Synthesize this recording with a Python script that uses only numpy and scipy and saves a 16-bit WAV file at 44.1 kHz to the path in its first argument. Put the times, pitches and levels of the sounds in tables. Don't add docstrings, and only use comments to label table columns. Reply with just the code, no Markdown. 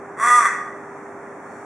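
import sys
import numpy as np
from scipy import signal
from scipy.fft import rfft, irfft, next_fast_len
from scipy.io import wavfile
from scipy.ndimage import map_coordinates

SR = 44100
rng = np.random.default_rng(int(sys.argv[2]) if len(sys.argv) > 2 else 0)


def transcribe(u):
    v = np.clip(np.atleast_2d(u).T, -1, 1)
    q = np.round(v * 32767).astype(np.int16)
    wavfile.write(sys.argv[1], SR, q)


N = 72765

# time_s, pitch_hz
CAW_PITCH = [(.17, 184.2), (.195, 204.3), (.208, 222.8), (.226, 217.5), (.237, 242.6), (.255, 233),
             (.272, 245.9), (.30, 243.6), (.365, 244.9), (.40, 235.6), (.425, 224.4), (.445, 211.7),
             (.457, 192.3), (.475, 183.5)]
# time_s, level_db, roughness (0-1)
CAW_EFFORT = [(.16, -36.5, 0.54), (.21, -19.5, .12), (.25, -14.5, 0.29), (.275, -14.5, 0.2),
              (.325, -13.5, 0), (.395, -14.5, 0.01), (.412, -18, 0.33), (.44, -20, 0.26),
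              (.468, -16.5, 0.48), (.495, -37.5, 0.5)]
# frequency_hz, gain_db
THROAT = [(120, -51), (244, -41), (490, -24.5), (600, -22), (700, -17.5), (850, -24), (970, -11),
          (1050, -10), (1110, 2), (1210, 0), (1320, -11), (1470, -11.5), (1700, -15), (1950, -12),
          (2200, -24), (2450, -27), (2700, -35), (2900, -48.5), (3280, -34), (3420, -23), (3560, -31),
          (3800, -52), (4700, -41), (5400, -43.5), (5850, -24.5), (6300, -36), (7000, -31), (8300, -26),
          (10000, -32), (11300, -42), (15000, -49.5)]
# frequency_hz, right_over_left_db
CAW_LEAN = [(700, 0.5), (1200, 0.8), (1600, 0), (2100, 2.5), (3500, 2), (6000, 0.7), (9000, 0.3),
            (14000, 0.5)]
# frequency_hz, t60_s
YARD_DECAY = [(300, 1.6), (1200, 0.7246), (2000, 0.7242), (3500, 0.66), (6000, 0.5147), (9000, 0.48),
              (15000, 0.5)]
# frequency_hz, gain_db
YARD_GAIN = [(300, -14), (700, -7.5), (1200, -3.5), (2000, 3), (3500, -4.5), (6000, 6), (10000, -5)]
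# frequency_hz, likeness (0-1)
YARD_LIKENESS = [(100, 0.95), (1200, 0.95), (2200, 0.79), (6000, 0.72), (12000, 0.36)]
# time_s, pitch_hz, level_db
WHISTLE = [(1.42, 4150, -105), (1.47, 4280, -80), (1.53, 4370, -75), (1.62, 4450, -80)]
# frequency_hz, relative_density_db
RUSH_SPECTRUM = [(25, -56), (60, -22.5), (120, -12.5), (200, -3), (450, -2.5), (700, -.5), (1250, -3.5),
                 (1900, -9), (2400, -20), (2900, -37.5), (3500, -38.5), (4800, -45), (5800, -31),
                 (8000, -31.5), (10000, -38), (11200, -48.5), (15000, -47)]
# frequency_hz, likeness (0-1)
RUSH_LIKENESS = [(100, .98), (300, .98), (650, .94), (1400, .83), (3100, .56), (6800, .25), (12000, .12)]
# time_s, gain_db
RUSH_TREBLE = [(.1, -1), (.8, 1), (1.4, 0.3), (1.56, 4)]
# pitch_hz, level_db
HUM_PARTIALS = [(100, -64.5), (150.5, -59), (251, -55.5), (300.5, -53), (400, -43.5)]
# centre_hz, width_hz, depth_db
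NOTCHES = [(3010, 75, 26), (4000, 130, 28), (5010, 70, 24), (12800, 850, 48)]


def raven(onset_s=0.16, end_s=0.514, fade_s=0.025, rasp_hz=1893, rasp_width_hz=340, rasp_db=12.5):
    t = np.arange(N) / SR
    pitch, = curves(CAW_PITCH)
    level_db, rough = curves(CAW_EFFORT)
    cycles = np.cumsum(pitch * (1 + 0.0023 * wobble(69.87))) / SR
    source = syrinx(cycles, level_db, rough)
    clarity = np.clip(1 - rough / 0.34, 0, 1)
    overtone = amp(-23.5) * clarity * np.cos(2 * np.pi * 5 * cycles)
    damping = lambda hz: 1j * hz * rasp_width_hz
    rasp = filtered(source * rough, lambda hz: damping(hz) / (rasp_hz ** 2 - hz ** 2 + damping(hz)))
    push = amp(level_db) * np.clip(np.minimum(t - onset_s, end_s - t) / fade_s, 0, 1)
    drive = push * (source + overtone + amp(rasp_db) * rasp)
    voice = filtered(drive, lambda hz: causal(along(THROAT, hz)))
    return unit(voice) * np.sqrt(np.mean(push ** 2))


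def syrinx(cycles, level_db, rough, jitter_s=.00007, shimmer_db=12, air_db=-4, hiss_db=-7):
    t = np.arange(N) / SR
    times = np.interp(np.arange(1, int(cycles[-1])), cycles, t)
    time_scatter, size_scatter = rng.standard_normal((len(times), 2)).T * np.interp(times, t, rough)
    snaps = unit(pulses(times + jitter_s * time_scatter, amp(shimmer_db * size_scatter)))
    puff = unit(np.exp(-0.93 * (cycles % 1)))
    hiss = amp(hiss_db) * treble(rng.standard_normal(N), corner_hz=5000)
    air = amp(air_db) * rough * rng.standard_normal(N)
    source = snaps + puff * (air + hiss)
    edge = treble(source, corner_hz=4000)
    return source - edge + amp(0.36 * (level_db - level_db.max())) * edge


def yard_echo(caw, count=24, tail_delay_s=0.0089, walls_s=.016, walls_db=-3.5, walls_hz=3000):
    hz, t, spectra = signal.stft(rng.standard_normal((2, N)), SR, nperseg=256)
    t60 = along(YARD_DECAY, hz)[:, None]
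    decay = amp(along(YARD_GAIN, hz)[:, None] - 60 * t / t60)
    decay *= np.sqrt(2 * np.log(1000) / (t60 * SR))
    tail = signal.istft(spectra * decay, SR, nperseg=256)[1][:, :N]
    tail *= np.arange(N) / SR > tail_delay_s
    walls = np.zeros((2, N))
    for channel in walls:
        delays = walls_s * rng.uniform(0.0202, 1, count)
        channel += pulses(delays, rng.choice([-1, 1], count) / np.sqrt(count))
    walls = filtered(walls, lambda hz: amp(walls_db) * (1j * hz / (walls_hz + 1j * hz)) ** 2)
    return signal.fftconvolve(caw[None], spread(tail + walls, YARD_LIKENESS), axes=1)[:, :N]


def far_bird(blur_rad=1.7):
    pitch, level_db = curves(WHISTLE)
    phase = 2 * np.pi * np.cumsum(pitch) / SR + blur_rad * wobble(250)
    return np.sqrt(2) * amp(level_db) * np.sin(phase)


def distant_rush(level_db=-38):
    noise = spread(rng.standard_normal((2, N)), RUSH_LIKENESS)
    rush = unit(filtered(noise, lambda hz: amp(along(RUSH_SPECTRUM, hz))))
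    fizz = treble(rush, corner_hz=3000, order=4)
    fizz_db, = curves(RUSH_TREBLE)
    return amp(level_db) * (rush - fizz + amp(fizz_db) * fizz)


def machine_hum():
    t = np.arange(N) / SR
    hum = np.zeros(N)
    for hz, level_db in HUM_PARTIALS:
        peak = np.sqrt(2) * amp(level_db + 1.1 * wobble(4.76))
        hum += peak * np.sin(2 * np.pi * hz * t + .22 * wobble(3.4))
    return hum


def amp(db):
    return 10 ** (np.asarray(db) / 20)


def unit(x):
    return x / np.sqrt(np.mean(x ** 2) + 1e-20)


def along(points, hz):
    knots_hz, values = np.transpose(points)
    return np.interp(np.log(hz + 1), np.log(knots_hz + 1), values)


def curves(rows):
    times, *columns = np.transpose(rows)
    return [np.interp(np.arange(N) / SR, times, column) for column in columns]


def wobble(rate):
    return map_coordinates(rng.standard_normal(int(N * rate / SR) + 4), [np.arange(N) * rate / SR])


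def filtered(x, response):
    size = 2 * next_fast_len(N)
    return irfft(rfft(x, size) * response(np.fft.rfftfreq(size, 1 / SR)), size)[..., :N]


def treble(x, corner_hz, order=2):
    return filtered(x, lambda hz: hz ** order / (hz ** order + corner_hz ** order))


def causal(db):
    cepstrum = irfft(np.log(amp(db)))
    half = len(cepstrum) // 2
    folded = np.concatenate([cepstrum[:1], 2 * cepstrum[1:half], cepstrum[half:half + 1]])
    return np.exp(rfft(folded, len(cepstrum)))


def spread(pair, likeness):
    turn = lambda hz: np.arccos(np.clip(along(likeness, hz), -1, 1)) / 2
    mid, side = filtered(pair, lambda hz: np.array([np.cos(turn(hz)), np.sin(turn(hz))]))
    return np.array([mid + side, mid - side])


def lean(right_db):
    return amp(np.array([[-1], [1]]) * right_db / 2)


def pulses(times, sizes, order=8):
    at = times[:, None] * SR
    taps = np.floor(at).astype(int) + np.arange(1 - order, order + 1)
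    shape = np.sinc(taps - at) * np.cos(np.pi * (taps - at) / (2 * order)) ** 2
    return np.bincount(np.clip(taps, 0, N - 1).ravel(), (sizes[:, None] * shape).ravel(), N)


def scene():
    caw = raven()
    foreground = filtered(caw + yard_echo(caw), lambda hz: lean(along(CAW_LEAN, hz)))
    background = (distant_rush() + machine_hum()) * lean(right_db=.8)
    return foreground + background + far_bird()


def record(dry):
    top_hz = 15850
    dips_db = lambda hz: -sum(db * np.exp(-((hz - centre) / width) ** 2) for centre, width, db in NOTCHES)
    return filtered(dry, lambda hz: causal(dips_db(hz)) * (hz < top_hz))


dry = scene()
out = record(dry)
transcribe(out)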